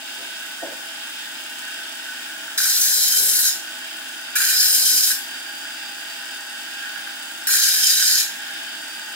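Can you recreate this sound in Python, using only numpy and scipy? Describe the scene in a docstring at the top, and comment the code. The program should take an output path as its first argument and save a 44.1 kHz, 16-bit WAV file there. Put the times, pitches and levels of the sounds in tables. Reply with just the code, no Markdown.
"""From the start a lapidary wheel spins in a plastic tub in a small hard-walled workshop: motor tones hum and
whine, random impacts make the rattle and the wash of water; early on, noise bursts make a faint rustle of
clothing, then soft knocks on the bench. Then a small stone is pressed on three times: a tick and a ring of the
disc at first touch, then grit hisses as shaped noise and the seated stone sings through its resonances until
it lifts. Single disc clacks come before and during the presses; a dull thud of the tub marks each landing."""
import sys
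import numpy as np
from scipy import signal
from scipy.fft import rfft, irfft, next_fast_len
from scipy.io import wavfile
from scipy.ndimage import uniform_filter1d, map_coordinates

SR = 44100
rng = np.random.default_rng(int(sys.argv[2]) if len(sys.argv) > 2 else 0)


def pcm_store(signal):
    """Save signal as 16-bit PCM."""
    levels = np.round(np.clip(np.atleast_2d(signal), -1, 1) * 32767)
    wavfile.write(sys.argv[1], SR, levels.astype(np.int16).T)


N = 403515
TIME = np.arange(N) / SR
SIZE = next_fast_len(N + SR // 2, True)  # transform length, with space for the reflections
FREQ = np.fft.rfftfreq(SIZE, 1 / SR)


def gain_of(db):
    """Amplitude factor of a level in dB."""
    return 10 ** (np.asarray(db) / 20)


def evened(x):
    """Scales a signal to rms 1."""
    return x / np.sqrt(np.mean(x ** 2) + 1e-20)


def read(points, column=1):
    """One column of a table, joined by straight lines on a log-frequency axis."""
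    rows = np.array(points, float)
    return np.interp(np.log(FREQ + 1), np.log(rows[:, 0] + 1), rows[:, column])


def curve(points):
    """A two-column table over time, joined by straight lines."""
    return np.interp(TIME, *np.transpose(points))


def modes(rows):
    """Gain over frequency of a set of steep-sided resonances, which radiate no deep bass."""
    power = 0
    for hz, width, db in rows:
        no_bass = np.minimum(FREQ / hz, 1)
        peak = gain_of(db) * no_bass / (1 + ((FREQ - hz) / width) ** 2)
        power = power + peak ** 2
    return np.sqrt(power)


def hump(s, half_s):
    """A smooth rise and fall of height 1 round a moment."""
    return np.exp(-((TIME - s) / half_s) ** 2)


def blow(s, rise, t60):
    """Strength of a blow over time: a short rise, then an exponential fall."""
    fall = np.exp(-np.maximum(TIME - s - rise, 0) * np.log(1000) / t60)
    return np.clip((TIME - s) / rise, 0, 1) * fall


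def drift(rate_hz):
    """A random curve of rms 1, joining two random points per cycle of the given rate."""
    knots = rng.standard_normal(8192)
    return evened(np.interp(TIME * rate_hz * 2, np.arange(len(knots)), knots))


def noise():
    """Two independent streams of white noise."""
    return rng.standard_normal((2, N))


def grains(per_s, spread_db):
    """Two independent streams of tiny random impacts; the spread makes their sizes more unequal."""
    size = gain_of(spread_db * np.minimum(rng.exponential(1, N), 4))
    return evened(noise() * size * (rng.random(N) < per_s / SR))


def tone(hz, waver, flutter_db):
    """A sine line of rms 1 that wavers in pitch and strength."""
    turns = np.cumsum(hz * (1 + waver * drift(14))) / SR
    return evened(np.sin(2 * np.pi * turns) * gain_of(flutter_db * drift(6.6)))


def shifted(x, hz):
    """Slides every frequency of a sound up or down by a curve in Hz."""
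    turns = np.cumsum(hz * np.ones(N)) / SR
    return (signal.hilbert(x, SIZE)[:, :N] * np.exp(2j * np.pi * turns)).real


def workshop(wet_db, t60):
    """Direct gain, and dense decaying reflections from tub, bench and walls for three spots round the wheel."""
    t = np.arange(SR // 2) / SR
    shape = (3, 2, len(t))
    taps = rng.standard_normal(shape) * (rng.random(shape) < .1) * (t > .002)
    taps *= np.exp(-np.log(1000) * t / t60)
    taps *= gain_of(wet_db) / np.linalg.norm(taps, axis=-1, keepdims=True)
    direct = 1 / np.hypot(1, gain_of(wet_db))
    return direct, direct * rfft(taps, SIZE)


def radiate(drive, colour, ports, room):
    """A drive fills the room, takes a colour and reaches both ports; for white noise their mean keeps its level."""
    direct, tails = room
    # the moving hands keep changing the reflections: the three spots trade places in a steady cycle
    spot = np.arange(len(tails))[:, None, None] / len(tails)
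    share = np.cos(np.pi * (1.3 * TIME + spot)) * np.sqrt(2 / len(tails))
    reflected = (rfft(drive * share, SIZE) * tails).sum(0)
    a, b = direct * rfft(drive, SIZE) + reflected
    # the first stream is common to both ports, the second is opposite in them
    same, phase = np.clip(read(ports, column=2), 0, 1), read(ports, column=3)
    lean = gain_of(read(ports) / 2)
    common, apart = a * np.sqrt((1 + same) / 2), b * np.sqrt((1 - same) / 2)
    port_power = lean ** 2 + lean ** -2 + 2 * same * np.cos(phase)
    mid_power = np.mean(colour ** 2 * port_power) / 4
    pair = np.array([(common + apart) * lean * np.exp(1j * phase), (common - apart) / lean])
    return irfft(pair * colour / np.sqrt(mid_power), SIZE)[:, :N]


# the machine at the two microphone ports: (f/Hz, left-right level/dB, likeness 0-1, phase/rad)
MACHINE_PORTS = [(150, 3, 0.55, 1), (354, 2, 0.5, -0.5), (815, -1.5, 0.19, -0.46), (1550, -2, 0.64, -0.2),
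                 (2120, -0.5, 0.25, 2), (2830, -2.5, 0.14, 2.5), (3400, -1.5, 0.68, 4), (3860, 0, 0.09, 4),
                 (7460, 1.5, 0.14, 4.5), (10250, 2, 0.5, 5), (13400, 1, 0.7, 16), (15400, 19, 0.3, -3)]
# spectrum of the housing rumble: (f/Hz, relative level/dB)
RUMBLE = [(65, -61), (110, -26), (171, -9), (226, -10), (257, -7.5), (334, -4), (439, -13.5), (571, -10.5),
          (648, -3), (742, -5), (816, 0), (915, -0.5), (1000, -10), (1350, -4), (1760, -6), (2970, -120)]
# speed of the wheel: (t/s, share of its working speed)
SPEED = [(0, 1.015), (2.5, 1.014), (4.35, 1.012), (5.2, 1.001), (6.6, .999), (7.3, .991), (8.4, .989),
         (8.9, 1), (9.15, 1)]
# steady hum of the motor: (f/Hz, level/dB)
HUM = [(199.4, -66), (247, -62.5), (268.8, -60), (317.6, -61.5), (1077, -68)]
# tones of the drive: (f/Hz at working speed, level/dB at working speed, level/dB when running fast)
DRIVE = [(616, -74, -64), (649, -63, -60), (680, -64, -70), (813, -53, -59), (860, -59.5, -68),
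         (1281, -64, -74), (1296, -76, -61), (1383, -59, -67), (1427, -58, -63), (1476, -53, -50.5),
         (1514, -64, -54), (1618, -47.5, -59), (1662, -66, -54), (1840, -55, -58), (1986, -62, -70)]
# rough upper tones of the drive at working speed: (f/Hz, width/Hz, relative level/dB)
WHIRR = [(2345, 14, -5), (2743, 16, 2.5), (3075, 18, 1.5), (3135, 18, 0), (3480, 16, -4)]
# thin whistle of the spinning wheel at working speed: (f/Hz, level/dB before its swell)
WHINE = [(4708, -46), (4890, -51), (8226, -61)]
# swell of the whistle: (t/s, level/dB)
WHINE_LEVEL = [(0, -21), (.6, -9.5), (2.5, -19), (3.7, -10), (4.3, -4.5), (5.3, 1), (6.55, -2), (7, -5),
               (8.4, -9), (8.85, 0), (9.15, -0.5)]
RUMBLE_DB, WHIRR_DB = -47, -48.5
DRIVE_WAVER, WAVER = .001, .0013  # pitch unsteadiness of drive tones, and of hum and whistle (share of pitch)
PRESSED_DB = -34  # level of drive tones and whirr while the stone is pressed, against running free
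WHINE_AIR_DB, WHINE_WIDTH_HZ = -52.5, 22  # breathy edge of the whistle, before its swell


def motor(room):
    """Housing rumble and steady hum, with tones, a whirr and an airy whistle that follow the wheel speed."""
    rumble = gain_of(RUMBLE_DB) * radiate(noise(), gain_of(read(RUMBLE)), MACHINE_PORTS, room)
    speed, swell_db = curve(SPEED), curve(WHINE_LEVEL)
    fast = np.clip((speed - 1) / (speed.max() - 1), 0, 1)
    contact = sum(1. * (TIME > row[0]) * (TIME < row[1]) for row in PRESSES)
    pressed_gain = gain_of(PRESSED_DB * uniform_filter1d(contact, size=2000))

    hum = sum(gain_of(db) * tone(hz, waver=WAVER, flutter_db=2.5) for hz, db in HUM)
    drive = 0
    for hz, db, fast_db in DRIVE:
        level = gain_of(db + (fast_db - db) * fast)
        drive = drive + level * tone(hz * speed, waver=DRIVE_WAVER, flutter_db=2.2)

    whistle = sum(gain_of(db + swell_db) * tone(hz * speed, waver=WAVER, flutter_db=-1.0) for hz, db in WHINE)
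    breath = modes([(hz, WHINE_WIDTH_HZ, db) for hz, db in WHINE])
    air = radiate(gain_of(WHINE_AIR_DB + swell_db) * noise(), breath, MACHINE_PORTS, room)
    air = shifted(air, WHINE[0][0] * (speed - 1))

    whirr = gain_of(WHIRR_DB) * radiate(noise(), modes(WHIRR), MACHINE_PORTS, room)
    whirr = shifted(whirr, WHIRR[2][0] * (speed - 1)) * pressed_gain
    tones = hum + drive * pressed_gain + whistle
    return rumble + whirr + air + tones * gain_of([[-1], [1]])


# modes of the disc in its tub: (f/Hz, width/Hz, relative level/dB)
DISC = [(1495, 65, 5), (1386, 65, -14), (1626, 46, 5.5), (1705, 113, -2), (1860, 38, -0.5)]
# spectrum of the water washing over the disc: (f/Hz, relative level/dB)
WASH = [(1120, -47), (1900, -5.5), (2180, -3), (2830, 2.5), (3340, 2), (3660, 2.5), (3800, -2.5),
        (4240, -6), (4470, -5.5), (4620, -2.5), (4860, -3), (5350, -2), (6000, -41), (7800, -53),
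        (13200, -120)]
# spectrum of the flying drops: (f/Hz, relative level/dB)
SPRAY = [(3410, -13.5), (5400, 1.5), (5820, 3), (6150, 4), (8080, 6), (8760, 0.5), (9650, 2.5), (11400, -2),
         (13400, -2), (14600, -8), (15700, -1), (16000, -7.5)]
# the water surges on the disc: (t/s, half length/s, extra rattle level/dB, extra wash level/dB)
SURGES = [(.15, 0.24, -1, 1.5), (1.708, 0.12, 3.5, 1.5), (2.306, 0.23, 2.5, 0.5), (6.198, 0.2, 1.5, 0),
          (6.867, 0.089, 4, 2.5), (8.5, 0.15, 3.5, 2.5)]
RATTLE_DB, RATTLE_RISE_DB_PER_S = -41.5, 0.2035  # the free-running disc grows slowly louder
WASH_DB, SPRAY_DB = -40, -41
WHEEL_HZ = 32.75  # mean turns a second


def wet_wheel(room):
    """The disc rattles, water washes over it in surges, and drops fly off in a pulse with every turn."""
    rattle_db = RATTLE_DB + RATTLE_RISE_DB_PER_S * TIME + sum(db * hump(s, half) for s, half, db, _ in SURGES)
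    wash_db = WASH_DB + sum(db * hump(s, half) for s, half, _, db in SURGES)
    turn = 2 * np.pi * np.cumsum(WHEEL_HZ + 0.12 * drift(1.7)) / SR
    throb_db = 1.25 * np.cos(turn) + .95 * np.cos(2 * turn)
    rattle = grains(per_s=3500, spread_db=1.3) * gain_of(rattle_db + 1.0 * drift(25))
    wash = grains(per_s=9000, spread_db=2.0) * gain_of(wash_db + 0.93 * drift(25) + 0.41 * drift(2.4))
    spray = grains(per_s=11000, spread_db=3.5) * gain_of(SPRAY_DB + throb_db)
    return (radiate(rattle, modes(DISC), MACHINE_PORTS, room)
            + radiate(wash, gain_of(read(WASH)), MACHINE_PORTS, room)
            + radiate(spray, gain_of(read(SPRAY)), MACHINE_PORTS, room))


# a faint rustle of clothing, then soft knocks on the bench:
#  (t/s, level/dB before the trim, rise/s, decay by 60 dB/s)
RUSTLE_AND_KNOCKS = [(.17, -42.5, 0.045, 0.56), (0.617, -26.5, 0.016, 0.21), (0.66, -41.5, 0.017, 0.16),
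                     (0.712, -35, 0.011, 0.063)]
# low modes that colour them: (f/Hz, width/Hz, relative level/dB)
BENCH = [(120, 26, -10.5), (280, 36, -2), (380, 68, -6.5), (530, 50, -2), (680, 43, -0.5), (870, 70, -6)]
# the knocked bench gives a little: (t/s, f/Hz)
GROAN = [(.635, 685), (.655, 590), (.7, 547), (.74, 640)]
BENCH_TRIM_DB = -3.5


def bench(room):
    """Noise bursts through low modes: a faint rustle, then soft knocks; the hard one starts a short, bending groan."""
    push = sum(gain_of(db) * blow(s, rise, t60) for s, db, rise, t60 in RUSTLE_AND_KNOCKS)
    groan = (TIME > RUSTLE_AND_KNOCKS[1][0]) * np.sin(2 * np.pi * np.cumsum(curve(GROAN)) / SR)
    dull = radiate(push * noise(), modes(BENCH), MACHINE_PORTS, room)
    return gain_of(BENCH_TRIM_DB) * (dull + push * groan)


# spectrum of the tub taking the load: (f/Hz, relative level/dB)
THUD = [(25, -10), (90, -22), (140, 5), (200, 0.5), (550, 4.5), (900, -23), (1400, -46)]
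# the hand bears down and the tub rumbles: (t/s, half length/s, level/dB)
SHOVES = [(2.825, 0.08, -52.5), (2.98, 0.017, -44.5), (3.195, 0.05, -46), (3.29, 0.07, -48),
          (4.733, 0.031, -47), (4.94, 0.038, -46.5)]
THUD_DB = -56


def tub(room):
    """A dull thud of the tub as the stone lands, and low rumbles when the hand bears down."""
    load = sum(gain_of(THUD_DB) * blow(row[0], rise=0.0015, t60=0.037) for row in PRESSES)
    load = load + sum(gain_of(db) * hump(s, half) for s, half, db in SHOVES)
    return radiate(load * noise(), gain_of(read(THUD)), MACHINE_PORTS, room)


# single clacks of the disc, under the landing stone or running free: (t/s, level/dB before the mode levels)
CLACKS = [(2.48, -26), (2.584, -18), (2.603, -20), (2.6347, -34), (2.656, -23), (2.769, -26), (3.138, -25),
          (3.4547, -28), (4.284, -28), (4.357, -18), (4.366, -18), (4.4045, -18), (4.412, -17),
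          (4.422, -20), (4.484, -26), (4.529, -25), (4.618, -30), (5.104, -19), (6.96, -23), (6.974, -37),
          (7.007, -34), (7.074, -25), (7.457, -34), (7.473, -26), (7.4904, -16.5), (7.5363, -18),
          (7.554, -25), (7.627, -28), (7.667, -30)]
# what a clack rings with: (f/Hz, relative level/dB, decay by 60 dB/s)
CLACK_MODES = [(1520, 10, 0.014), (1610, 9, 0.015), (1880, -3, 0.016)]
CLACK_RISE_S = 0.0025


def clacking(room):
    """The loose disc strikes its seat; every clack rings its modes in a slightly different mix."""
    at, db = np.transpose(CLACKS)
    mix = 1 + .3 * rng.standard_normal((len(at), len(CLACK_MODES), 2))
    mix[:, :, 1] *= rng.choice([-1, 1], mix.shape[:2])
    t, out = np.arange(SR // 10) / SR, 0
    for k, (hz, mode_db, t60) in enumerate(CLACK_MODES):
        hits = np.zeros((2, N))
        hits[:, np.round(at * SR).astype(int)] = gain_of(db + mode_db) * mix[:, k].T
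        envelope = np.minimum(t / CLACK_RISE_S, 1) * np.exp(-np.log(1000) * t / t60)
        ring = envelope * np.sin(2 * np.pi * hz * t)
        out = out + signal.oaconvolve(hits, ring[None], axes=1)[:, :N]
    return radiate(out, np.ones(len(FREQ)), MACHINE_PORTS, room)


# the stone on the wheel, levels before swell, grip and trims: (touch t/s, lift t/s, fizz level/dB,
#  song level/dB, rise of the song/dB per s, seating time constant/s, extra disc ring on landing level/dB,
#  its settling time constant/s, steady ring level/dB, rasp level/dB, tick level/dB)
PRESSES = [(2.576, 3.494, -20.5, -26.5, 4, 0.008, -30.5, 0.052, -40, -42, -25),
           (4.354, 5.122, -22.5, -25.5, 1, 0.011, -27.5, 0.26, -52, -41, -20),
           (7.47, 8.211, -22.5, -24, 3, 0.024, -37, 0.34, -34.5, -36.5, -17)]
SWELL_DB = 1  # the hand bears down hardest midway through a press
ATTACK_S, RELEASE_S = .002, 0.0049  # contact rise, and its decay constant as the stone lifts
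ROLL_S, ROLL_SONG_DB, ROLL_RING_DB = 0.01, -37.5, -31  # at the lift the stone rolls on to its edge and rings again


def press(touch, lift, fizz_db, song_db, rise_db, seat_s, landing_db, settle_s, ring_db, rasp_db, tick_db):
    """Strength of fizz, song, ring and rasp: the stone lands hard, the disc settles, the stone seats and lifts."""
    age = np.maximum(TIME - touch, 0)
    held = np.minimum(age, lift - touch)
    contact = np.minimum(age / ATTACK_S, 1) * np.exp(-np.maximum(TIME - lift, 0) / RELEASE_S)
    arch = np.sin(np.pi * held / (lift - touch))
    roll = hump(lift, ROLL_S)
    tick = gain_of(tick_db) * blow(touch, rise=0.0012, t60=0.034)
    fizz = gain_of(fizz_db - SWELL_DB * (1.5 - arch))
    seated = 1 - np.exp(-age / seat_s)
    song = gain_of(song_db + rise_db * held) * seated + gain_of(ROLL_SONG_DB) * roll
    landing = gain_of(landing_db) * np.exp(-age / settle_s)
    ring = gain_of(ring_db) + landing + gain_of(ROLL_RING_DB) * roll
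    return np.array([contact * fizz + 0.57 * tick,
                     contact * song + 0.36 * tick,
                     contact * ring,
                     contact * gain_of(rasp_db) + 0.045 * tick])


# the cut at the two microphone ports: (f/Hz, left-right level/dB, likeness 0-1, phase/rad)
CUT_PORTS = [(1540, -8.5, 0.57, 0.96), (2330, -6, 0.33, 0.45), (3270, -4.5, 0.23, 3),
             (5260, -0.5, 0.72, 1.72), (7200, 0, 0.28, 2.8), (9200, 1, 0.15, 4.1), (10400, 5, 0.3, 4.9),
             (12800, 6.5, 0.2, 4.3), (15600, -2, 0, 6.7)]
# the fingers shift and the stone sings and fizzes more or less:
#  (t/s, half length/s, extra song level/dB, extra fizz level/dB)
GRIPS = [(2.586, .008, 6, 0), (2.682, .08, 2.5, 0), (3.04, 0.11, 3, 0), (3.3, 0.24, -3, 1.5),
         (3.47, 0.056, 2, -0.5), (4.41, 0.012, 1, 2), (4.584, 0.08, 2.5, 0.5), (4.706, 0.068, 0.5, 2.5),
         (4.89, 0.14, 2, 2), (5.11, 0.08, 0, 2), (7.53, 0.04, 1, 4), (7.64, .035, 2, 0.5),
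         (8.088, .04, 1, 0.5)]
# pitch track of the song, moving with the grip, press by press: (t/s, f/Hz against SONG_REST_HZ)
SONG_PITCH = [
    [(2.6, 5030), (2.678, 5190), (3.48, 5150)],
    [(4.4, 5050), (4.432, 5140), (5.1, 5120)],
    [(7.5, 5170), (7.714, 5080), (8.2, 5140)],
]
# spectrum of the bare grit: (f/Hz, relative level/dB)
FIZZ = [(4410, -59), (7500, 1), (8220, 0.5), (8900, -2.5), (12300, 0), (15200, -6.5), (16000, -7)]
# singing of the stone against the disc, before the pitch track slides it: (f/Hz, width/Hz, relative level/dB)
STONE = [(3973, 224, -1), (4290, 140, -2.5), (5080, 306, 4.5), (5670, 150, -3)]
# modes of the wheel that the seated stone excites: (f/Hz, width/Hz, relative level/dB)
WHEEL = [(3110, 84, -5), (3514, 38, -3.5), (6140, 130, 3), (6720, 420, -0.5), (7230, 190, -1)]
# further disc modes, heard only under the stone: (f/Hz, width/Hz, relative level/dB)
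DISC_UNDER_STONE = [(1760, 100, 1.5), (2372, 32, 3), (2880, 340, -3)]
# spectrum of the coarse grit: (f/Hz, relative level/dB)
RASP = [(1000, -71), (1500, -2.5), (2000, 2.5), (2450, 8), (2800, -1), (3300, 4), (3900, 16.5), (4600, -27)]
SONG_REST_HZ = 5115  # track value that leaves the song unshifted
STONE_TRIM_DB, WHEEL_TRIM_DB = -2.0, -4
# balance of the two streams: more of the common one at landing (narrow), then more of the opposite one (wide)
FOCUS_DB, LANDING_FOCUS_DB, FOCUS_S, FOCUS_SWAY_DB = -1.5, 4, 0.017, 1.3
BOUNCE_HZ = 45.4  # mean rate at which the stone bounces in the fingers
CHATTER_DB, UNSTEADY_DB = 1.5, .25  # fast catching on the grit, and slower unsteadiness of the hand
RING_SWAY_DB, RASP_CATCH_DB = 1.2, 2.2  # the disc rings fairly evenly; the coarse grit catches in fits


def grinding(room):
    """Grit chips the stone in dense impacts: a bright fizz from first touch, then the seated stone sings."""
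    fizz, song, ring, rasp = sum(press(*row) for row in PRESSES)
    landing = sum(hump(row[0], FOCUS_S) for row in PRESSES)
    focus_db = FOCUS_DB + FOCUS_SWAY_DB * drift(11) + LANDING_FOCUS_DB * landing

    # the stone bounces in the fingers, and catches unevenly on the grit
    bounce = np.cumsum(BOUNCE_HZ + 2.51 * drift(3.9)) * 2 * np.pi / SR
    bounce_db = 0.37 * np.cos(bounce) + 0.4 * np.cos(2 * bounce)
    chatter_db = CHATTER_DB * drift(70) + UNSTEADY_DB * drift(20) + bounce_db
    force = evened(gain_of(chatter_db)) * gain_of(np.array([focus_db, -focus_db]) / 2)

    grip_song_db = sum(db * hump(s, half) for s, half, db, _ in GRIPS)
    grip_fizz_db = sum(db * hump(s, half) for s, half, _, db in GRIPS)
    bend_hz = curve(np.vstack(SONG_PITCH)) - SONG_REST_HZ + 30 * drift(12)
    # at this fizz density every sample is an impact
    fizz = force * fizz * gain_of(grip_fizz_db) * grains(per_s=48000, spread_db=-1.5)
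    song = force * song * gain_of(grip_song_db + 0.68 * drift(90)) * grains(per_s=16000, spread_db=0.2)
    ring = force * ring * gain_of(RING_SWAY_DB * drift(18)) * grains(per_s=7600, spread_db=1.0)
    rasp = force * rasp * gain_of(RASP_CATCH_DB * drift(60)) * grains(per_s=6500, spread_db=5.0)

    stone = shifted(radiate(song, modes(STONE), CUT_PORTS, room), bend_hz)
    wheel = radiate(song, modes(WHEEL), CUT_PORTS, room)
    return (radiate(fizz, gain_of(read(FIZZ)), CUT_PORTS, room)
            + stone * gain_of(STONE_TRIM_DB)
            + wheel * gain_of(WHEEL_TRIM_DB)
            + radiate(ring, modes(DISC + DISC_UNDER_STONE), CUT_PORTS, room)
            + radiate(rasp, gain_of(read(RASP)), CUT_PORTS, room))


# each new grip, with the hand cupped round the stone, has its own peaks and hollows, press by press:
#  (f/Hz, width/Hz, level/dB)
GRIP_COLOUR = [
    [(2770, 240, -10), (4600, 110, -3), (7650, 220, -4), (8850, 250, -5), (9300, 130, 0.5),
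     (11900, 250, -2.5), (13350, 250, -1), (15500, 300, 2.5)],
    [(2400, 130, 1.5), (3650, 110, -7), (6330, 170, -2.5), (6720, 140, 0.5), (7760, 680, -1.5),
     (9700, 190, 6.5), (11400, 270, 2), (13700, 280, 3.5), (14350, 170, -5), (15150, 450, 4)],
    [(2400, 98, -1), (3570, 93, -2), (4300, 150, 1), (7500, 110, 0), (7550, 200, -6), (8600, 170, 2.5),
     (10050, 250, -1), (10550, 190, 5), (11800, 130, 2), (12300, 190, 0), (12850, 190, 2.5),
     (14700, 200, -1), (15350, 230, 1)],
]
PATCH_DB = 1.6  # the colour of the cut flickers in random patches
PATCH_HZ, PATCH_S = 260, .06  # spacing of the random patches


def gripped(cut):
    """Colours the cut by the grip of each press, and by random patches in time and frequency."""
    hz, t, z = signal.stft(cut, SR, nperseg=512)
    colours = np.array([sum(db * np.exp(-((hz - at) / width) ** 2) for at, width, db in rows)
                        for rows in GRIP_COLOUR])
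    # the next grip takes over shortly before its touch
    which = np.searchsorted([row[0] - .1 for row in PRESSES[1:]], t)
    grid = rng.standard_normal((int(hz[-1] / PATCH_HZ) + 2, int(t[-1] / PATCH_S) + 2))
    where = np.meshgrid(hz / PATCH_HZ, t / PATCH_S, indexing="ij")
    patches = evened(map_coordinates(grid, where, order=1))
    coloured = z * gain_of(colours[which].T + PATCH_DB * patches)
    return signal.istft(coloured, SR, nperseg=512)[1][:, :N]


def scene():
    """Machine, bench and stone share one small, lively room."""
    room = workshop(wet_db=-1.0, t60=0.37)
    machine = motor(room) + wet_wheel(room)
    knocks = bench(room) + tub(room) + clacking(room)
    return machine + knocks + gripped(grinding(room))


CEILING = .8  # share of full scale that the rounded peaks approach
LOW_CUT_HZ, EDGE_HZ = 204, 15780


def record(dry):
    """The tallest peaks are rounded off, the small microphones lose the bass; then the band limit."""
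    rounded = dry / (1 + (dry / CEILING) ** 6) ** (1 / 6)
    thin = signal.sosfilt(signal.butter(2, LOW_CUT_HZ, "high", fs=SR, output="sos"), rounded)
    band_limit = signal.firwin(511, EDGE_HZ, window=("kaiser", 9), fs=SR)
    return signal.oaconvolve(thin, band_limit[None], "same")


dry = scene()
out = record(dry)
pcm_store(out)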